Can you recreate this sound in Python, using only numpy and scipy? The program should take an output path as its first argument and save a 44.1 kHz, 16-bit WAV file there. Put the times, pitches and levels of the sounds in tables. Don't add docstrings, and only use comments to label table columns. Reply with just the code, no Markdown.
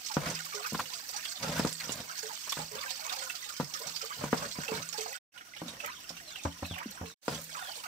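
import sys
import numpy as np
from scipy import signal
from scipy.fft import rfft, irfft, next_fast_len
from scipy.io import wavfile
from scipy.ndimage import uniform_filter1d

SR = 44100
rng = np.random.default_rng(int(sys.argv[2]) if len(sys.argv) > 2 else 0)


def put_to_file(sound):
    columns = np.atleast_2d(sound).T
    safe = np.clip(columns, -1, 1)
    whole_steps = np.round(safe * 32767)
    wavfile.write(sys.argv[1], SR, whole_steps.astype(np.int16))


N = 347067
T = np.arange(N) / SR

# start in seconds, end in seconds.
PASSAGES = [(0, 5.25), (5.25, 7.17), (7.17, 7.87)]
# frequency in Hz, filter gain in dB.
STREAM_SPECTRA = [
    [(200, -52), (450, -8), (750, -7), (1300, -1.5), (2300, -5.5), (3600, -10), (4900, -5.5), (6600, -7.5),
     (8000, -8), (9500, -14.5), (11000, -15.5), (13000, -8.5), (15500, -9)],
    [(200, -48.5), (450, 0), (750, -0.5), (1300, 2), (2800, -4.5), (3700, -6.5), (5200, -6), (6400, -6),
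     (8200, -9.5), (10000, -13), (13500, -11), (15500, -12)],
    [(200, -28), (500, -9), (800, -8.5), (1600, -7.5), (3000, -12), (4700, -9.5), (8000, -10.5),
     (10500, -15), (15000, -13)],
]
# frequency in Hz, left over right in dB.
STREAM_BALANCES = [
    [(1300, -4.5), (2400, -5), (4400, -12), (8000, -9.5), (10000, -0.5)],
    [(400, -0.5), (2400, -8.5), (8000, -4)],
    [(400, -3), (4400, -7.5), (12000, -4)],
]


def stream():
    fine = churned(swarm(2700, 8810, per_s=1100, cycles=15, spread_db=4.5), t60=0.055, wet_db=1.5)
    coarse = churned(swarm(466.7, 2776, per_s=450, cycles=11, spread_db=4.5), t60=0.053, wet_db=4.5)
    coarse *= gain_of(2 * drift(16)) * stirred(BUBBLES, settle_s=0.045, depth=0.98)

    drop_sizes = decaying(clicks(per_s=160, spread_db=11.0), decay_s=0.0011)
    droplets = evened(drop_sizes * rng.standard_normal((2, N)))
    haze = colour(rng.standard_normal((2, N)), [(600, -20.5), (2500, -2.5), (8000, -1.5), (10000, -2.5)])
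    mist = colour(rng.standard_normal((2, N)), [(7000, -27.0), (10000, -7.0)]) * gain_of(2 * drift(70))
    mist *= evened(1 + decaying(clicks(per_s=35, spread_db=4), decay_s=0.007))

    bursts = decaying(clicks(per_s=120, spread_db=4.5), decay_s=0.01)
    surge = evened(1 + 0.37 * evened(bursts)) * gain_of(drift(150))
    surge *= stirred(SPATTERS, settle_s=0.023, depth=0.42)
    water = (gain_of(-2.0) * haze + gain_of(-0.5) * fine + gain_of(-18.5) * droplets) * surge
    water += mist + gain_of(-1.6) * coarse * np.sqrt(surge)

    out = np.zeros((2, N))
    for (start, end), spectrum, balance in zip(PASSAGES, STREAM_SPECTRA, STREAM_BALANCES):
        span = slice(round(start * SR), min(round(end * SR), N))
        size = span.stop - span.start
        padded = next_fast_len(size)
        hz = np.fft.rfftfreq(padded, 1 / SR)
        side_db = np.outer([0.5, -0.5], read(balance, hz))
        bins = rfft(water[:, span], padded) * gain_of(read(spectrum, hz) + side_db)
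        band_rms = np.std(irfft(bins * (hz > 3000) * (hz < 9000), padded))
        out[:, span] = irfft(bins, padded)[:, :size] / band_rms
    return from_right(out) * gain_of(flow_db())


STREAM_DB = [-38, -49.5, -41.5]
WANDER_RMS_DB, WANDER_PER_S = 0.52, 6


def flow_db():
    passage = np.searchsorted([start for start, end in PASSAGES], T, "right") - 1
    return np.array(STREAM_DB)[passage] + WANDER_RMS_DB * drift(WANDER_PER_S)


def swarm(low_hz, high_hz, per_s, cycles, spread_db, count=520):
    out = np.zeros(N)
    pitches = np.linspace(low_hz, high_hz, count)
    for hz, (a, b) in zip(pitches, rng.standard_normal((count, 2))):
        length = cycles / hz * np.exp(0.55 * a)
        ring = bubble(hz, (0.046 + 0.16 * b) / length, length) / np.sqrt(length)
        births = rng.random((200, 2))
        for at, size in births[:int(per_s * N / SR / count)]:
            add(out, at * N / SR, ring * gain_of(spread_db * min(-np.log(size), 3)))
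    return evened(out) * np.sqrt(2 * (high_hz - low_hz) / SR)


def bubble(hz, glide, length):
    t = np.arange(0, 3 * length, 1 / SR)
    pitch = hz * 2 ** (glide * np.minimum(t, 1.2 * length))
    pitch *= 1 + 0.31 * np.exp(-t * hz / 1.01)
    envelope = (1 - np.exp(-t * hz / 0.36)) * np.exp(-(t / length) ** 1.8)
    return np.sin(2 * np.pi * np.cumsum(pitch) / SR) * envelope


def stirred(rows, settle_s, depth):
    kicks = np.zeros(N)
    for s, *rest in rows:
        add(kicks, s, np.exp(-np.arange(SR // 2) / (settle_s * SR)))
    return evened(1 + depth * np.minimum(kicks, 1))


# start in seconds, relative level in dB, settled pitch in Hz.
SPATTERS = [(0.062, -23.5, 5700), (0.113, -27, 5300), (0.138, -22.5, 5660), (0.3, -23, 5950),
            (0.351, -26, 4920), (0.447, -29, 4770), (0.547, -23.5, 5530), (0.661, -25.5, 5260),
            (0.641, -32, 2430), (0.856, -32.5, 2900), (0.934, -24.5, 4700), (1.09, -29, 5150),
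            (1.163, -22.5, 5800), (1.25, -23.5, 3280), (1.426, -23, 4800), (1.59, -22, 5160),
            (1.67, -24, 5130), (1.892, -30.5, 2830), (1.92, -22, 6930), (2.178, -29, 6300),
            (2.229, -29.5, 6900), (2.494, -20.5, 5570), (2.521, -23, 3460), (2.81, -29, 4670),
            (2.904, -22, 4430), (2.954, -30.5, 4520), (3.093, -23.5, 3630), (3.125, -22, 4930),
            (3.188, -25.5, 4400), (3.235, -28.5, 6710), (3.298, -25.5, 2680), (3.351, -25, 4750),
            (3.488, -29.5, 3940), (3.565, -27.5, 4860), (3.737, -21.5, 5300), (3.87, -24.5, 5600),
            (3.961, -22.5, 4720), (4.015, -25.5, 5160), (4.375, -25, 5046), (4.68, -26, 2650),
            (4.75, -26.5, 4020), (4.927, -25, 5400), (4.977, -27, 4650), (5.008, -25, 5980),
            (5.376, -31.5, 2920), (5.564, -34.5, 2930), (5.681, -33, 3760), (5.801, -35.5, 2620),
            (5.845, -35.5, 1990), (6.092, -31.5, 5260), (6.167, -36, 2780), (6.357, -34.5, 2750),
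            (6.435, -35, 6600), (6.649, -36, 2580), (6.74, -33, 2760), (6.783, -34, 2290),
            (7.056, -39, 2650), (7.838, -33.5, 4840)]
# start in seconds, relative level in dB, settled pitch in Hz.
TICKS = [(1.651, -20, 7200), (1.728, -14, 7460), (1.841, -24, 5000), (3.066, -21, 6440),
         (3.645, -21.5, 5160), (4.89, -23, 6900), (7.281, -19.5, 4900)]


def spatters():
    t, rings, spits = np.arange(SR // 10) / SR, np.zeros(N), np.zeros((2, N))
    spit_db = -3
    for rows, cycles, spit_s in [(SPATTERS + lesser_spatters(), 20, 0.009), (TICKS, 7, 0.001)]:
        envelope = (1 - np.exp(-3 * t / spit_s)) * np.exp(-t / spit_s)
        for s, db, hz in rows:
            add(rings, s, gain_of(db) * bubble(hz, 0, cycles / hz))
            band = [(hz / 6, -20), (hz / 2, -7), (hz, 0), (1.41 * hz, -5), (1.75 * hz, -18)]
            spit = evened(colour(rng.standard_normal((2, len(t))), band))
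            add(spits, s, gain_of(db + spit_db) * spit * envelope)
    heard = gain_of(-2.5) * churned(rings, t60=0.13, wet_db=3.0) + spits
    return from_right(heard) * gain_of([[-4.5], [5.5]])


SPATTER_PER_S, SPATTER_OVER_DB, SPATTER_SPREAD_DB = 6, 6.5, 3.5
SPATTER_MIDDLE_HZ, SPATTER_SPREAD_OCTAVES = 4675, 0.5


def lesser_spatters():
    rows = []
    for s, stream_db, a, b in random_drops(SPATTER_PER_S):
        db = stream_db + SPATTER_OVER_DB + SPATTER_SPREAD_DB * a
        rows.append((s, db, SPATTER_MIDDLE_HZ * 2 ** (SPATTER_SPREAD_OCTAVES * b)))
    return rows


# start in seconds, relative level in dB, pitch in Hz, relative rise on surfacing.
BUBBLES = [(0.099, -33.5, 896, -0.16), (0.257, -27, 1360, -0.034), (0.358, -36, 2080, .1),
           (0.46, -35, 1150, -0.28), (0.522, -34, 1195, 0.014), (0.543, -36, 407, 0.038),
           (0.582, -37, 1950, 0.02), (0.649, -33, 1200, 0.062), (1.13, -36, 1255, 0.057),
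           (1.143, -37.5, 758, 0.33), (1.178, -28.5, 1372, 0.34), (1.226, -36, 1916, -0.088),
           (1.43, -30, 1325, -0.099), (1.445, -33.5, 602, 0.42), (1.835, -35, 1800, 0.035),
           (2.095, -30, 1236, 0.3), (2.231, -38, 425, 0.074), (2.295, -33, 946, -0.17),
           (2.595, -32, 810, 0.073), (2.715, -40, 410, .1), (2.755, -37, 471, 0.36),
           (2.836, -31.5, 1730, 0.063), (2.905, -46.5, 530, .02), (2.997, -40, 770, 0.049),
           (3.05, -35.5, 1000, -0.18), (3.116, -31.5, 680, 0.36), (3.165, -43.5, 518, .03),
           (3.215, -41, 525, -0.0081), (3.222, -32.5, 1360, -0.081), (3.425, -33, 2000, -0.032),
           (3.748, -31.5, 1156, 0.46), (3.803, -38, 441, 0.3), (3.84, -36, 570, 0.7),
           (4.011, -30.5, 1314, 0.081), (4.029, -38, 428, 0.18), (4.105, -27.5, 1096, 0.43),
           (4.21, -31, 605, -0.058), (4.424, -31.5, 572, -0.031), (4.555, -35.5, 950, 0.1),
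           (4.635, -35, 1420, 0.15), (4.686, -28.5, 444, -0.021), (4.725, -33, 890, 0.059),
           (4.942, -34, 820, .08), (4.983, -32, 428, 0.04), (5.059, -32.5, 692, -0.039),
           (5.075, -38, 454, 0.29), (5.129, -26.5, 1860, 0.13), (5.409, -36.5, 1434, -0.025),
           (5.536, -34, 2020, .1), (5.826, -40.5, 563, 0.15), (5.838, -35.5, 1325, -0.032),
           (5.877, -34.5, 1110, 0.98), (6.2, -40, 1620, .3), (6.757, -47, 620, -0.13),
           (6.779, -32, 1650, 0.75), (6.799, -34, 852, 0.77), (6.881, -40.5, 1420, 0.044),
           (6.97, -43, 966, 0.012), (7.03, -41.5, 448, -0.0063), (7.494, -34.5, 1550, 0.011),
           (7.547, -31.5, 1340, -0.19), (7.569, -31.5, 940, 0.34), (7.625, -36, 690, 0.0058),
           (7.672, -35.5, 1580, 0.048), (7.693, -38, 674, -0.021), (7.838, -32.5, 1185, 0.12)]
LIFE_CYCLES, DAMPING_POWER = 23, 1.53
SINK_OCTAVES, SINK_SHARE = 0.36, 0.089
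WAVER_SHARE, WAVERS_PER_CYCLE = 0.035, 0.35
SATELLITE_DB, SATELLITE_MAX_DELAY_S, SATELLITE_CYCLES = -5.5, 0.03, 8.7
SATELLITE_OCTAVES = 1.202


def glugs():
    out = np.zeros(N)
    for s, db, hz, rise in BUBBLES + gurgles():
        life = LIFE_CYCLES / hz
        u = np.arange(0, 3 * life, 1 / SR) / life
        sink = SINK_OCTAVES * np.exp(-u / SINK_SHARE)
        pitch = hz * 2 ** (sink + 1.5 * rise * np.tanh(0.79 * u ** 1.605))
        wobble = np.interp(u * LIFE_CYCLES * WAVERS_PER_CYCLE, np.arange(40), rng.standard_normal(40))
        pitch *= 1 + WAVER_SHARE * min(hz / 1300, 1) * wobble
        level = gain_of(db) * (1 - np.exp(-u / 0.0036)) * np.exp(-u ** DAMPING_POWER)
        add(out, s, level * np.sin(2 * np.pi * np.cumsum(pitch) / SR))
        for late, smaller, glide in rng.random((4, 3)):
            small_hz = hz * 2 ** (SATELLITE_OCTAVES * (smaller + 0.2))
            length = SATELLITE_CYCLES / small_hz
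            small = bubble(small_hz, 0.3 * (glide - 0.3) / length, length)
            add(out, s + SATELLITE_MAX_DELAY_S * late ** 2, gain_of(db + SATELLITE_DB) * small)
    heard = scatter(out * gain_of(2 * drift(110) - 1.8), t60=0.09, wet_db=-4.5)
    return from_right(heard) * gain_of([[-2], [4]])


GURGLE_PER_S, GURGLE_OVER_DB, GURGLE_MEAN_RISE = 13, -9.5, 0.3
GURGLE_LOW_HZ, GURGLE_HIGH_HZ = 601, 2290
GURGLE_TILT_DB_PER_OCTAVE = 2.5


def gurgles():
    rows = []
    for s, stream_db, a, b in random_drops(GURGLE_PER_S):
        hz = GURGLE_LOW_HZ * (GURGLE_HIGH_HZ / GURGLE_LOW_HZ) ** ((1 + a) / 2)
        db = stream_db + GURGLE_OVER_DB + GURGLE_TILT_DB_PER_OCTAVE * np.log2(hz / 1000)
        rows.append((s, db, hz, GURGLE_MEAN_RISE * (1 + b)))
    return rows


# start in seconds, relative level in dB.
SPRAYS = [(0.453, -36), (.671, -34), (.731, -38), (1.111, -39), (1.583, -35), (2.521, -32), (3.794, -39),
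          (4.048, -40), (5.86, -39.5), (6.662, -43), (6.781, -46), (6.908, -42), (7.414, -39),
          (7.44, -38.5)]
# frequency in Hz, filter gain in dB.
SPRAY_SPECTRUM = [(2000, -26), (7000, -2), (10500, -11.5), (13500, -1), (15500, -7)]
SPRAY_DECAY_S = 0.0086


def sprays():
    t, out = np.arange(SR // 16) / SR, np.zeros((2, N))
    for s, db in SPRAYS:
        cracks = evened(uniform_filter1d(rng.exponential(1, len(t)) ** 2, size=30))
        sizzle = evened(colour(cracks * rng.standard_normal((2, len(t))), SPRAY_SPECTRUM))
        add(out, s, gain_of(db + 5.0) * sizzle * np.exp(-t / SPRAY_DECAY_S))
    return from_right(out) * gain_of([[-1.5], [1.5]])


HISS_HZ, HISS_WIDTH_HZ, HISS_DB = 5670, 220, -55.5


def hiss():
    b, a = signal.iirpeak(HISS_HZ, HISS_HZ / HISS_WIDTH_HZ, fs=SR)
    band = signal.lfilter(b, a, rng.standard_normal((2, N)))
    start, end = PASSAGES[1]
    return gain_of(HISS_DB) * evened(band) * (T > start) * (T < end)


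# start in seconds, relative level in dB, relative hardness in Hz,
# relative level of the floor's dull thump in dB, t60 of that thump in seconds.
KNOCKS = [(.1675, -12, 1700, -19, 0.11), (.722, -28.5, 900, -34, .08), (.731, -34, 700, -25, 0.053),
          (.749, -26, 2500, -28.5, 0.079), (1.492, -26.5, 800, -29, .09), (1.595, -17, 1000, -21.5, 0.1),
          (1.648, -14.5, 1000, -21, 0.079), (1.664, -27, 1200, -33, 0.087),
          (1.893, -27.5, 1400, -37, 0.072), (2.570, -31, 1500, -41, .1), (2.590, -29.5, 1200, -50, .1),
          (3.599, -17.5, 1400, -25.5, .12), (3.607, -22, 1400, -58, .1), (3.629, -34, 900, -31, 0.15),
          (4.238, -20, 1100, -30, 0.29), (4.3288, -8.5, 1700, -29, 0.065), (4.3335, -21.5, 1500, -48, .06),
          (4.586, -26.5, 900, -27.5, 0.11), (4.718, -23, 1300, -36.5, .12),
          (7.2805, -16.5, 3000, -39, 0.14)]
# frequency in Hz, relative level in dB, t60 in seconds.
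TRAY = [(162.3, -18, 0.5), (209, -10, 0.059), (244, -3, 0.06), (333, -9.5, 0.089), (465, -1.5, 0.053),
        (520, -2.5, 0.048), (734, -8.5, 0.093), (977, -3.5, 0.052), (1163, -4.5, 0.037), (1466, 1, 0.017),
        (1910, -13, 0.042)]
# start in seconds, relative level in dB, relative hardness in Hz,
# relative level of the basin bottom's dull thump in dB, t60 of that thump in seconds.
DROPS = [(5.617, -30, 910, -68, .1), (6.104, -39.5, 1000, -76, .1), (6.4515, -27.5, 1100, -27.5, .16),
         (6.4545, -23.5, 1200, -48, .1), (6.6245, -35, 1090, -32, .14), (6.628, -29, 1090, -38, .16),
         (6.71, -33.5, 800, -33.5, 0.16), (7.012, -30.5, 950, -33.5, 0.15), (7.034, -37, 700, -45, .12)]
# frequency in Hz, relative level in dB, t60 in seconds.
BASIN = [(171, -2, 0.27), (229, -2.5, 0.12), (277, -6, 0.2), (541, -4.5, 0.09), (581, -5, 0.08),
         (780, -1, 0.031), (940, -25, 0.067), (1270, -17, 0.021)]
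THUMP_SPREAD_OCTAVES, THUMP_FLUTTER_RMS_KNOT_DB = 0.1, 3


def blows(rows, modes, thump_hz, slap_db, slap_t60, wet_db):
    t, out = np.arange(SR // 2) / SR, np.zeros((2, N))
    slap_band = [(250, -31.0), (700, -1.5), (1400, -7), (2400, -11.5), (6000, -12), (15000, -25.5)]
    for s, db, hard_hz, thump_db, thump_t60 in rows:
        ring = np.zeros((2, len(t)))
        chance = rng.standard_normal((len(modes), 3))
        for k, ((hz, mode_db, t60), (a, b, c)) in enumerate(zip(modes, chance)):
            side_phase = np.array([[1], [-1]]) * c * min(hz / 2500, 0.6)
            mode = np.sin(2 * np.pi * hz * (1 + b / 100) * t + side_phase)
            ring += gain_of(mode_db + a - 60 * t / t60) * mode * (-1) ** (k // 3)
        slap = evened(colour(rng.standard_normal((2, len(t))), slap_band))
        sound = ring / abs(ring).max() + slap * gain_of(slap_db - 60 * t / slap_t60)
        sound = signal.lfilter(*signal.butter(2, min(1.13 * hard_hz, SR / 3), fs=SR), sound)

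        pitch = thump_hz * 2 ** (THUMP_SPREAD_OCTAVES * rng.uniform(-1, 1))
        knots = t * pitch / 2
        flutter = np.interp(knots, np.arange(64), rng.standard_normal(64)) * np.minimum(knots, 1)
        level_db = thump_db + THUMP_FLUTTER_RMS_KNOT_DB * flutter - 60 * t / thump_t60
        bent_t = t + 0.0028 * (1 - np.exp(-t / 0.0047))
        thump = np.sin(2 * np.pi * pitch * bent_t) * gain_of(level_db)
        add(out, s, gain_of(db + 2.0) * sound + thump)
    return out + gain_of(wet_db) * scatter(out.mean(0), t60=0.2, wet_db=2.5)


# frequency in Hz, filter gain in dB.
RUB_SPECTRUM = [(40, 4), (100, 13), (600, 5), (2200, 1), (5000, 0), (15000, -17.5)]
# frequency in Hz, filter gain in dB.
RUB_PUSH = [(160, 9), (300, 0), (1100, 0.5), (2000, -0.5)]
CLUMP_RMS_DB, CLUMPS_PER_S = 1.3, 60
LOAD_OCTAVES, LOAD_CYCLES_PER_S = 0.12, 7


def rubbing():
    unevenness_db = 2.4 * drift(220) + CLUMP_RMS_DB * drift(CLUMPS_PER_S)
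    slips = rng.standard_normal((3, N)) * gain_of(unevenness_db) * stroke_effort()
    heard = slips[0] + colour(slips[1:], [(150, -16), (500, -12), (1200, 2.5)])
    push, out = colour(heard, RUB_PUSH), colour(heard, RUB_SPECTRUM)
    t = np.arange(SR // 2) / SR
    for side in (-1, 0, 1):
        tray = np.zeros(len(t))
        for k, (hz, db, t60) in enumerate(TRAY):
            tuned_hz = hz * 2 ** (side * LOAD_OCTAVES * (k > 0))
            tray += gain_of(db - 60 * t / t60) * np.sin(2 * np.pi * tuned_hz * t) * (-1) ** (k // 3)
        share = np.maximum(np.cos(2 * np.pi * (LOAD_CYCLES_PER_S * T + side / 3)), 0)
        out += signal.oaconvolve(push * share, tray[None] / np.linalg.norm(tray), axes=1)[:, :N]
    return out


# start in seconds, length in seconds, relative level in dB.
STROKES = [(0.17, 0.15, -37), (0.726, 0.089, -44.5), (1.384, 0.17, -36), (1.551, 0.047, -36),
           (1.608, 0.061, -39.5), (1.805, 0.2, -44.5), (2.556, 0.077, -45.5), (2.697, 0.09, -55.5),
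           (3.848, 0.031, -51.5), (4.156, 0.11, -43.5), (4.32, .15, -43), (4.543, 0.07, -47.5),
           (4.698, 0.095, -41.5), (5.59, 0.17, -57), (7.28, 0.087, -40)]
SWELL_SHARE, RELEASE_S = 0.44, 0.024
HANDLING_DB = -69.5


def stroke_effort():
    effort = np.full(N, gain_of(HANDLING_DB))
    for s, length, db in STROKES:
        t = np.arange(0, length + 6 * RELEASE_S, 1 / SR)
        swell = np.minimum(t / (SWELL_SHARE * length), 1)
        release = np.exp(-np.maximum(t - length, 0) / RELEASE_S)
        add(effort, s, gain_of(db) * swell * release)
    return effort


# start in seconds, relative level in dB, pitch in Hz, length in seconds.
SQUELCHES = [(0.74, -28, 1050, 0.023), (0.786, -24, 1025, 0.028), (1.557, -31, 1500, 0.067),
             (1.789, -35.5, 1990, 0.047), (2.465, -37, 970, 0.033), (2.515, -32.5, 1070, 0.024),
             (2.52, -31.5, 3402, 0.014), (2.566, -33.5, 1640, 0.021), (1.251, -32, 2850, 0.015),
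             (3.598, -33, 860, 0.023)]
# start in seconds, relative level in dB, pitch in Hz,
# glide in octaves per second, decay time in seconds.
PLOPS = [(5.622, -33.5, 313, -4, 0.016), (5.657, -38.5, 242, -3, 0.036), (6.858, -27.5, 248, -25, 0.012),
         (6.885, -42.5, 190, 0, 0.025)]


def squelches():
    out = np.zeros((2, N))
    for s, db, hz, length in SQUELCHES:
        noise = rng.standard_normal((3, round(length * SR)))
        cavity = [(hz / 3, -24), (0.93 * hz, -7), (hz, 0), (1.1 * hz, -5), (1.94 * hz, -16), (8 * hz, -32)]
        rasp = evened(colour(noise[0] + 0.67 * noise[1:], cavity))
        add(out, s, gain_of(db) * rasp * signal.windows.tukey(noise.shape[1], 0.8))
    for s, db, hz, glide, length in PLOPS:
        add(out, s, gain_of(db) * bubble(hz, glide, length))
    return out


# start in seconds, length in seconds, first Hz, last Hz, relative level in dB.
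PEEPS = [(5.866, 0.13, 4340, 2830, -53), (6.246, 0.17, 4380, 2200, -48), (6.63, 0.14, 4370, 2454, -44.5),
         (7.043, 0.14, 4280, 3400, -52), (7.598, 0.15, 3760, 2704, -43)]
HOARSE_RMS_SHARE, HOARSE_PER_S, PEEP_SWELL = 0.023, 500, 0.6


def chick():
    out, waver = np.zeros(N), drift(HOARSE_PER_S)
    for s, length, first_hz, last_hz, db in PEEPS:
        u = np.linspace(0, 1, round(length * SR))
        hz = first_hz + (last_hz - first_hz) * u ** 1.3
        hz *= 1 + HOARSE_RMS_SHARE * waver[round(s * SR):][:len(u)]
        envelope = (1 + PEEP_SWELL * u) * signal.windows.tukey(len(u), 0.3)
        add(out, s, gain_of(db) * envelope * np.sin(2 * np.pi * np.cumsum(hz) / SR))
    return scatter(out * gain_of(2.6 * drift(110) - 1.2), t60=0.2, wet_db=0)


# frequency in Hz, filter gain in dB.
AIR = [(25, -11), (50, 2.5), (100, -5.5), (170, -6), (300, -2), (700, -20.5), (2000, -24)]


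def air():
    noise = rng.standard_normal((3, N))
    return gain_of(-61.5) * evened(colour(noise[0] + 0.87 * noise[1:], AIR))


def random_drops(per_s):
    rows = []
    for (start, end), level_db in zip(PASSAGES, STREAM_DB):
        chance = rng.uniform(-1, 1, (200, 3))
        for s, (late, a, b) in zip(np.arange(start + 0.5 / per_s, end, 1 / per_s), chance):
            rows.append((s + 0.5 * late / per_s, level_db, a, b))
    return rows


def clicks(per_s, spread_db):
    return (rng.random(N) < per_s / SR) * gain_of(spread_db * np.minimum(rng.exponential(1, N), 3))


def decaying(x, decay_s):
    return signal.lfilter([1], [1, -np.exp(-1 / (decay_s * SR))], x)


def drift(per_s):
    knots = rng.standard_normal(4000)
    return np.interp(T * per_s, np.arange(len(knots)), knots) * np.sqrt(3 / 2)


def churned(x, t60, wet_db):
    turn = 2 * np.pi * (2 * T + drift(2) / 2)
    turns = [np.sqrt(2 / 3) * np.cos(turn + k * np.pi / 3) for k in range(3)]
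    return sum(scatter(x * gain, t60, wet_db) for gain in turns)


def scatter(x, t60, wet_db):
    t = np.arange(0, t60, 1 / SR)
    taps = rng.standard_normal((2, len(t))) * gain_of(-60 * t / t60) * (t > 0.001)
    taps *= gain_of(wet_db) / np.linalg.norm(taps, axis=1, keepdims=True)
    taps[:, 0] = 1
    taps /= np.sqrt(1 + gain_of(wet_db) ** 2)
    return signal.oaconvolve(np.atleast_2d(x), taps, axes=1)[:, :N]


LAG_SAMPLES = 16


def from_right(x):
    return np.array([np.roll(x[0], LAG_SAMPLES), x[1]])


def gain_of(db):
    return 10 ** (np.asarray(db) / 20)


def evened(x):
    return x / np.sqrt(np.mean(x ** 2) + 1e-20)


def read(points, hz):
    f, value = np.transpose(points)
    return np.interp(np.log(hz + 1), np.log(f + 1), value)


def colour(x, points):
    size = x.shape[-1]
    return irfft(rfft(x) * gain_of(read(points, np.fft.rfftfreq(size, 1 / SR))), size)


def add(mix, s, sound):
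    part = mix[..., max(round(s * SR), 0):][..., :sound.shape[-1]]
    part += sound[..., :part.shape[-1]]


def scene():
    water = stream() + spatters() + glugs() + sprays() + hiss()
    tray = blows(KNOCKS, TRAY, thump_hz=147.2, slap_db=-11.0, slap_t60=0.1, wet_db=-9.5)
    basin = blows(DROPS, BASIN, thump_hz=84.0, slap_db=-2.5, slap_t60=0.088, wet_db=-8.5)
    return water + tray + basin + rubbing() + squelches() + chick() + air()


# time in seconds, linear gain.
FADES = [(5.1, 0.51), (5.165, 0.34), (5.188, 0), (5.318, 0), (5.365, 0.37), (5.8, 0.84), (7.12, 0.73),
         (7.145, 0), (7.215, 0.0029), (7.28, 0.53)]
LOW_CUT_HZ, EDGE_HZ = 55, 15650


def record(dry):
    thinned = signal.sosfilt(signal.butter(3, LOW_CUT_HZ, "high", fs=SR, output="sos"), dry)
    faded = thinned * np.clip(np.interp(T, *np.transpose(FADES)), 0, 1)
    lowpass = signal.firwin(511, EDGE_HZ, window=("kaiser", 9), fs=SR)
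    return signal.oaconvolve(faded, lowpass[None], "same")


dry = scene()
out = record(dry)
put_to_file(out)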